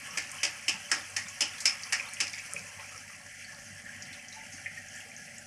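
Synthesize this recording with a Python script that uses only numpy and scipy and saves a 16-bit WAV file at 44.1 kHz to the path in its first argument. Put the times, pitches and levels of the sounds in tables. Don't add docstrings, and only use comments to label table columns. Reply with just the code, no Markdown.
import sys
import numpy as np
from scipy import signal
from scipy.fft import rfft, irfft
from scipy.io import wavfile

SR = 44100
rng = np.random.default_rng(int(sys.argv[2]) if len(sys.argv) > 2 else 0)


def wav_out(sig):
    wavfile.write(sys.argv[1], SR, np.round(np.clip(np.atleast_2d(sig).T, -1, 1) * 32767).astype(np.int16))


N = 240812
TIME = np.arange(N) / SR

# start_s, level_db (before the final trim), low_ring_hz, low_ring_lift_db,
# low_ring_width_octaves, high_ring_lift_db, thud_db, rebound_delay_s, rebound_db, first_mode_hz, second_mode_hz
SKIMMER_BLOWS = [(0.1722, -30.5, 1950, 8.5, 0.3, -5, 1, 0.01, -0.5, 1720, 2130),
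                 (0.4312, -26, 2700, 5, 0.54, -1, -0.5, 0.018, -2.5, 2567, 5414),
                 (0.6808, -25.5, 2780, 8, 0.26, 1, -2, 0.012, -1.5, 2567, 3098),
                 (0.9146, -24.5, 1590, 10.5, 0.43, 3.5, 2.5, 0.03, -15, 1664, 1875),
                 (1.1638, -30, 1910, 12.5, 0.13, -1, -11, 0.0038, -9, 1875, 2130),
                 (1.4064, -25, 3040, 9.5, 0.13, 2.5, -2.5, 0.013, -3.5, 5090, 6265),
                 (1.6542, -21.5, 2280, 7.5, 0.1, 8, -13.5, 0.0017, -3, 5090, 7645),
                 (1.9233, -26, 1820, 8.5, 0.41, 1, -9.5, 0.0067, 1, 1875, 2234),
                 (2.2024, -27, 2360, 4.5, 0.44, 1.5, -3, 0.0059, -3, 2567, 5414)]


def skimmer():
    out = np.zeros(N)
    for start_s, *blow in SKIMMER_BLOWS:
        add(out, start_s, knock(*blow))
    return amp(-1.0) * out


# pitch_hz, level_db (relative), t60_s
PAN_MODES = [(1579, -8, .2), (1664, -7, .2), (1748, -7, .2), (1875, -10, .18), (2130, -9, .2),
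             (2234, -7, .2), (2428, -8, .2), (2567, -6, .2), (2885, -8, .2), (2984, -8, .2), (3098, -6, .2),
             (5090, -4.5, .19), (5414, -3, .17), (5698, -6, .2), (6265, -5, .15), (7645, -5, .11)]
# (relative, per Hz)
CLATTER_TONE = [(120, -35.5), (310, -6.5), (450, -17), (750, -10), (1150, -11.5), (1750, -10.5), (2700, -4),
                (3400, -14.5), (4000, -14.5), (5200, 1), (7500, -8), (10000, -13.5), (12000, -28),
                (15000, -60)]
HIGH_RING_HZ = 5270
SING_DB, MODE_SPREAD_DB = 5.5, 2
CATCHES_PER_S, CATCH_S, SKID_S = 160, 0.00065, 0.055


def knock(level_db, low_hz, low_db, low_octaves, high_db, thud_db, rebound_s, rebound_db,
          first_mode_hz, second_mode_hz, contact_s=0.0021, wet_db=0.0, modes_db=-10.0, rattle_db=-9,
          count=1764):
    room = tail()
    t = np.arange(len(room)) / SR
    first = t / contact_s
    second = np.maximum(t - rebound_s, 0) / contact_s
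    touch = first * np.exp(-first) + amp(rebound_db) * second * np.exp(-second)
    chatter = touch * rng.standard_normal(len(t))

    hits = rng.random(len(t)) < CATCHES_PER_S / SR
    catches = signal.lfilter([1], [1, -np.exp(-1 / (CATCH_S * SR))], hits)
    rattle = rng.standard_normal(len(t)) * catches * np.exp(-t / SKID_S)
    contacts = chatter / np.linalg.norm(chatter) + amp(rattle_db) * rattle / np.linalg.norm(rattle)

    rise = 1 - np.exp(-first)
    direct = colour(contacts, lambda hz: -10 * bell(hz, 420, 1.0))
    clatter = colour(direct + amp(wet_db) * room * rise, lambda hz: read(CLATTER_TONE, hz))

    ring = np.zeros(len(t))
    for hz, db, t60_s in PAN_MODES:
        sings = bell(hz, first_mode_hz, .03) + bell(hz, second_mode_hz, .03)
        mode_db = db + SING_DB * sings + MODE_SPREAD_DB * rng.standard_normal()
        decay = np.exp(-np.log(1000) * t / t60_s)
        ring += amp(mode_db) * decay * np.sin(2 * np.pi * (hz * t + rng.random()))
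    ring *= rise

    def spot(hz):
        low_ring = low_db * bell(hz, low_hz, low_octaves)
        high_ring = high_db * bell(hz, HIGH_RING_HZ, 0.05)
        return low_ring + high_ring + thud_db * bell(hz, 393, 0.57)

    sound = colour(unit(clatter) + amp(modes_db) * unit(ring), spot)
    return amp(level_db) * sound / np.sqrt(np.mean(sound[:count] ** 2))


def tick(s=2.5358, peak_db=-16, decay_s=0.0003, size=2048):
    snap = rng.standard_normal(size) * np.exp(-np.arange(size) / SR / decay_s)
    snap = colour(snap, lambda hz: 45 * bell(hz, 7700, 0.74))
    out = np.zeros(N)
    add(out, s, amp(peak_db) * snap / abs(snap).max())
    return kitchen(out, wet_db=-11)


# time_s, level_db (before the balance of the layers)
FRYING_LEVEL = [(0, -43), (1.1, -46.5), (1.7, -44), (2.35, -45.5), (2.65, -47.5), (2.9, -47), (3.2, -49.5),
                (3.4, -47), (3.63, -50.5), (4.02, -45), (4.35, -48.5), (5, -47), (5.46, -50)]
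LIVELY_DB = -44


def frying_db():
    return curve(FRYING_LEVEL) - LIVELY_DB


# (relative, per Hz)
SLOSH_TONE = [(250, -38.5), (450, -4.5), (700, -15), (1050, 0.5), (1450, -2.5), (1900, -13), (3500, -22)]
BUBBLING_TONE = [(1000, -54), (1250, -15), (1400, -4), (1700, 0), (2200, -0.5), (2600, -4), (3100, -5.5),
                 (3450, -13.5), (3900, -35), (6000, -41)]
FIZZ_TONE = [(2500, -27.5), (3750, -15), (4200, -8.5), (4700, -4.5), (5300, -1), (5900, 1), (6800, -5),
             (8000, -6), (9800, -7), (11200, -13), (12300, -21), (15500, -42)]
# time_s, level_db (before it wavers)
SLOSH_LEVEL = [(0, -56.5), (2.55, -56.5), (2.93, -57.5), (3.15, -61.5), (3.42, -74), (3.55, -63),
               (3.7, -67), (4.05, -62), (4.3, -66.5), (5.46, -74)]
# time_s, pitch_hz (before it wanders)
COMMON_PITCH = [(0, 2800), (1, 2460), (2.3, 2300), (2.9, 2100), (3.4, 1940), (4.05, 1790), (4.5, 1930),
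                (5.1, 1960), (5.46, 1860)]
REST_S, SETTLE_S = 2.59, 0.36
FIZZ_DB, FIZZ_FOLLOWS, FIZZ_SETTLED_DB = -50.5, 0.063, -4


def sizzle():
    vigour_db = frying_db()
    settled = 1 - np.exp(-np.maximum(TIME - REST_S, 0) / SETTLE_S)
    surge_db = .9 * drift(rate_hz=16)

    slosh = bubbles(SLOSH_TONE, 489, 1560, per_s=240, cycles=9.9, spread_db=3.0, wash_db=-4.5, wet_db=-5)
    low = slosh * amp(curve(SLOSH_LEVEL) + 2.0 * drift(rate_hz=9.9))

    body = bubbles(BUBBLING_TONE, 1385, 3506, per_s=650, cycles=6.8, spread_db=3.0, wash_db=-1, wet_db=-1)
    wander = 2 ** (0.16 * drift(rate_hz=9.9))
    body = favour(body, curve(COMMON_PITCH) * wander)
    middle = body * amp(LIVELY_DB + vigour_db - 2.0)

    fizz = bubbles(FIZZ_TONE, 3860, 14400, per_s=2100, cycles=3.7, spread_db=3.0, wash_db=1.0, wet_db=-3)
    spits = bubbles(FIZZ_TONE, 5620, 12670, per_s=120, cycles=10, spread_db=1.0, wash_db=-18, wet_db=0)
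    high_db = FIZZ_DB + FIZZ_FOLLOWS * vigour_db + FIZZ_SETTLED_DB * settled
    high = (fizz + amp(-5.5) * spits) * amp(high_db)
    return (low + middle + high) * amp(surge_db)


def bubbles(spectrum, low_hz, high_hz, per_s, cycles, spread_db, wash_db, wet_db, count=28):
    swarm = np.zeros(N)
    for pitch_hz in np.geomspace(low_hz, high_hz, count):
        turns = np.arange(SR // 20) * pitch_hz / SR
        ping = np.sin(2 * np.pi * turns) * np.exp(-turns / cycles)
        chance = rng.random(N) * count * SR / per_s
        at = np.flatnonzero(chance < 1)
        strength_db = spread_db * np.minimum(-np.log(chance[at] + 1e-9), 5)
        clicks = np.zeros(N)
        clicks[at] = amp(strength_db) * (-1.) ** at
        swarm += pitch_hz * signal.oaconvolve(clicks, ping)[:N]

    def shape(x):
        return unit(colour(x, lambda hz: read(spectrum, hz)))

    return unit(shape(kitchen(swarm, wet_db)) + amp(wash_db) * shape(rng.standard_normal(N)))


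def favour(x, centre_hz, lift_db=5, octaves=0.15):
    hz, t, z = signal.stft(x, SR, nperseg=1024)
    lift = amp(lift_db * bell(hz[:, None], np.interp(t, TIME, centre_hz), octaves))
    return unit(signal.istft(z * lift, SR, nperseg=1024)[1][:N])


# start_s, peak_db (before dulling and reflections),
# pitch_hz, width_octaves, decay_s
BURSTS = [(0.108, -35.5, 5400, 0.051, 0.0023), (0.316, -28, 8000, 0.28, .002),
          (0.736, -41.5, 900, 0.17, 0.019), (0.995, -36, 1770, .1, 0.0066),
          (1.284, -31.5, 6500, 0.25, 0.013), (1.583, -28.5, 5140, 1, 0.0071),
          (1.604, -28, 6700, 0.42, 0.016), (1.834, -26, 5500, 0.19, 0.0037),
          (1.998, -22.5, 2380, 0.12, 0.00064), (2.008, -31.5, 2330, 0.17, 0.0045),
          (2.088, -38, 4370, .09, 0.0027), (2.136, -25, 8400, 0.26, 0.00092),
          (2.143, -29, 6000, .25, .0015), (2.168, -34, 2600, 0.14, 0.0034),
          (2.278, -29, 5400, 0.28, 0.0047), (2.3374, -31, 2350, 0.12, 0.0018),
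          (2.345, -34, 4910, 0.095, 0.0033), (2.376, -31, 2180, 0.31, 0.013),
          (2.383, -31, 5770, 0.36, 0.014), (2.393, -32, 2400, 0.19, 0.0055),
          (2.436, -39, 1700, 0.19, 0.0094), (2.540, -45, 530, 0.3, 0.018), (2.597, -49, 640, 0.35, 0.013),
          (2.563, -28, 2410, 0.12, 0.0047), (2.593, -33.5, 6250, .4, .002), (2.785, -48, 890, 0.14, 0.041),
          (2.796, -36.5, 2200, 0.28, 0.009), (2.978, -33.5, 5700, 0.13, 0.0028),
          (3.170, -55.5, 604, 0.11, .067), (3.445, -40, 4450, 0.069, 0.007),
          (3.529, -45.5, 1000, 0.47, .016), (3.547, -37, 5200, 0.39, .001),
          (3.8562, -36.5, 1780, 0.12, 0.02), (4.023, -28.5, 5820, 0.22, 0.0044),
          (4.131, -39.5, 3800, 0.28, 0.012), (4.284, -35.5, 6000, 0.17, 0.0044),
          (4.324, -41, 4000, 0.079, 0.0033), (4.326, -39, 5870, 0.18, 0.036),
          (4.345, -46.5, 880, 0.049, .045), (4.524, -36, 6200, 0.29, 0.038),
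          (4.6595, -27, 2094, 0.18, 0.012), (4.763, -38, 2110, 0.35, 0.0072),
          (4.773, -37, 1860, 0.036, 0.0031), (4.885, -36.5, 6260, 0.15, 0.0044),
          (4.938, -40, 6360, 0.26, 0.009), (4.959, -39, 7350, 0.23, 0.007),
          (5.003, -41.5, 2930, 0.15, 0.01), (5.050, -53, 510, 0.18, 0.042),
          (5.116, -38, 2310, 0.082, 0.004), (5.165, -32, 6130, 0.091, 0.0023),
          (5.383, -30.5, 7460, 0.11, 0.0022)]
STRAY_PER_S, STRAY_DB, STRAY_SPREAD_DB = 4.4, -41.5, 11.5
STRAY_LOW_HZ, STRAY_HIGH_HZ, STRAY_OCTAVES, STRAY_DECAY_S = 4080, 8700, 0.46, 0.0039


def pops(count=50):
    out, vigour_db = np.zeros(N), frying_db()
    for start_s, peak_db, pitch_hz, octaves, decay_s in BURSTS:
        add(out, start_s, puff(peak_db, pitch_hz, decay_s, octaves))

    for when, chance, smallness, strength, length in rng.random((count, 5)):
        drive = amp(.5 * vigour_db[int(when * N)])
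        peak_db = STRAY_DB + STRAY_SPREAD_DB * (2 * strength - 1)
        pitch_hz = STRAY_LOW_HZ * (STRAY_HIGH_HZ / STRAY_LOW_HZ) ** smallness
        spit = puff(peak_db, pitch_hz, STRAY_DECAY_S * (.5 + length), STRAY_OCTAVES)
        if chance < drive * STRAY_PER_S * N / SR / count:
            add(out, when * N / SR, drive * spit)

    dulled = colour(out, lambda hz: -14 * bell(hz, 15700, 0.18))
    return kitchen(dulled, wet_db=-6.0)


def puff(peak_db, pitch_hz, decay_s, octaves, skirt_db=36, snap_db=13, size=8192):
    burst = rng.standard_normal(size) * np.exp(-np.arange(size) / SR / decay_s)
    burst[0] = amp(snap_db)

    def tone(hz):
        slope_db = 20 * np.log10(1 + (hz / (2 * pitch_hz)) ** 2)
        return skirt_db * bell(hz, pitch_hz, 2 * octaves) - slope_db

    burst = colour(burst, tone)
    return amp(peak_db) * burst / abs(burst).max()


DROP_DB, DROP_SPREAD_DB, DROP_FALL_S = -47, 1.5, 0.095
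DROP_HZ, DROP_RANGE_OCTAVES, DROP_OCTAVES, DROP_DECAY_S = 2410, 0.75, 0.068, 0.0014


def droplets(count=4):
    out = np.zeros(N)
    for stroke_s, *_ in SKIMMER_BLOWS:
        for delay, strength, pitch in 2 * rng.random((count, 3)) - 1:
            peak_db = DROP_DB + DROP_SPREAD_DB * strength
            pitch_hz = DROP_HZ * 2 ** (DROP_RANGE_OCTAVES * pitch)
            plip = puff(peak_db, pitch_hz, DROP_DECAY_S, DROP_OCTAVES)
            add(out, stroke_s + DROP_FALL_S * (1 + delay / 2), plip)
    return kitchen(out, wet_db=-4)


def crackle(level_db=-62, per_s=45, spread_db=8.5):
    chance = rng.random(N) * SR / per_s
    ticks = (chance < 1) * amp(spread_db * np.clip(-np.log(chance + 1e-9), 0, 3))
    ticks = kitchen(ticks, wet_db=6)
    ticks = unit(colour(ticks, lambda hz: read(FIZZ_TONE, hz) - 30 * bell(hz, 300, 1.6)))
    return ticks * amp(level_db + 1.0 * frying_db())


# start_s, peak_db (before reflections), pitch_hz
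LOW_BUMPS = [(0.117, -47, 173), (2.545, -45.5, 169), (2.613, -49, 183), (3.485, -54, 169.5),
             (3.705, -49, 180), (3.839, -50, 200), (4.033, -47.5, 197), (4.109, -53.5, 249),
             (4.466, -51.5, 175), (4.535, -50, 252), (5.201, -54, 202)]
BUMP_S = 0.0038


def bumps(size=8192):
    out, t = np.zeros(N), np.arange(size) / SR
    swell = t / BUMP_S * np.exp(1 - t / BUMP_S)
    for start_s, peak_db, pitch_hz in LOW_BUMPS:
        add(out, start_s, amp(peak_db) * swell * np.sin(2 * np.pi * pitch_hz * t))
    return kitchen(out, wet_db=-0.5)


# (relative, per Hz)
RUMBLE_TONE = [(20, -17), (70, -4), (110, 2.5), (150, 0), (240, 3.5), (290, -7.5), (340, -16), (480, -11.5),
               (600, 0), (770, 2), (870, -8), (970, -30), (1500, -32.5)]


def gurgle(level_db=-65):
    rolling = bubbles(RUMBLE_TONE, 122, 906, per_s=55, cycles=1.9, spread_db=3.5, wash_db=-10, wet_db=-7.5)
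    return amp(level_db) * rolling


# time_s, level_db
RUMBLE_STRENGTH = [(0, -60), (1, -61), (3.3, -62), (5.46, -58)]
# pitch_hz, level_db (before it wavers), waver_hz
WAVERING_TONES = [(48, -79.5, 0.26), (96.5, -65, 0.77), (146.5, -72.5, 0.81), (742, -73, 0.75)]


def stove():
    flutter = rng.standard_normal(N) * amp(2.1 * drift(rate_hz=40))
    rumble = unit(colour(flutter, lambda hz: read(RUMBLE_TONE, hz)))
    tones = np.zeros(N)
    for pitch_hz, level_db, waver_hz in WAVERING_TONES:
        strength = amp(level_db + 3.85 * drift(rate_hz=12))
        turns = np.cumsum(pitch_hz + waver_hz * drift(rate_hz=13.0)) / SR
        tones += strength * unit(np.sin(2 * np.pi * turns))
    return rumble * amp(curve(RUMBLE_STRENGTH)) + tones


# frequency_hz, t60_s
KITCHEN_DECAY = [(300, 0.28), (1000, 0.38), (2300, 0.29), (5400, 0.21), (8000, 0.17), (13000, 0.1)]


def tail(size=16384):
    hz, t, z = signal.stft(rng.standard_normal(size), SR, nperseg=256)
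    fade = amp(-60 * t / read(KITCHEN_DECAY, hz)[:, None])
    out = signal.istft(z * fade, SR, nperseg=256)[1][:size]
    return out / np.linalg.norm(out)


def kitchen(x, wet_db):
    return x + amp(wet_db) * signal.oaconvolve(x, tail())[:len(x)]


def amp(db):
    return 10 ** (np.asarray(db) / 20)


def unit(x):
    return x / np.sqrt(np.mean(x ** 2) + 1e-20)


def curve(points):
    return np.interp(TIME, *np.transpose(points))


def read(points, hz):
    f, value = np.transpose(points)
    return np.interp(np.log(hz + 1), np.log(f + 1), value)


def add(mix, s, sound):
    part = mix[max(round(s * SR), 0):][:len(sound)]
    part += sound[:len(part)]


def bell(hz, centre_hz, octaves):
    return np.exp(-.5 * (np.log2((hz + 1) / centre_hz) / octaves) ** 2)


def colour(x, db_at, size=4096):
    log_gain = np.log(amp(db_at(abs(np.fft.fftfreq(size, 1 / SR)))))
    taps = np.fft.ifft(np.exp(np.conj(signal.hilbert(log_gain)))).real
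    return signal.oaconvolve(x, taps[:size // 2])[:len(x)]


def drift(rate_hz):
    hz = np.fft.rfftfreq(N, 1 / SR)
    return unit(irfft(rfft(rng.standard_normal(N)) * (hz > 0) / (1 + (hz / rate_hz) ** 2), N))


# centre_hz, width_octaves, gain_db
PEAKS_AND_DIPS = [(382, 0.11, -4.5), (577.8, 0.031, 8), (672, 0.065, -7), (985, 0.069, -7.5),
                  (1205, 0.026, -8), (1524, 0.033, -9.5), (3920, 0.018, -5.5)]


def scene():
    strokes = skimmer() + tick() + droplets()
    oil = sizzle() + pops() + crackle() + gurgle()
    mix = strokes + oil + bumps() + stove()

    def tone(hz):
        return sum(db * bell(hz, centre_hz, octaves) for centre_hz, octaves, db in PEAKS_AND_DIPS)

    return colour(mix, tone, size=8192)[None]


EDGE_HZ = 15600


def record(dry):
    taps = signal.firwin(511, EDGE_HZ, window=("kaiser", 9), fs=SR)
    return signal.oaconvolve(dry, taps[None], "same")


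dry = scene()
out = record(dry)
wav_out(out)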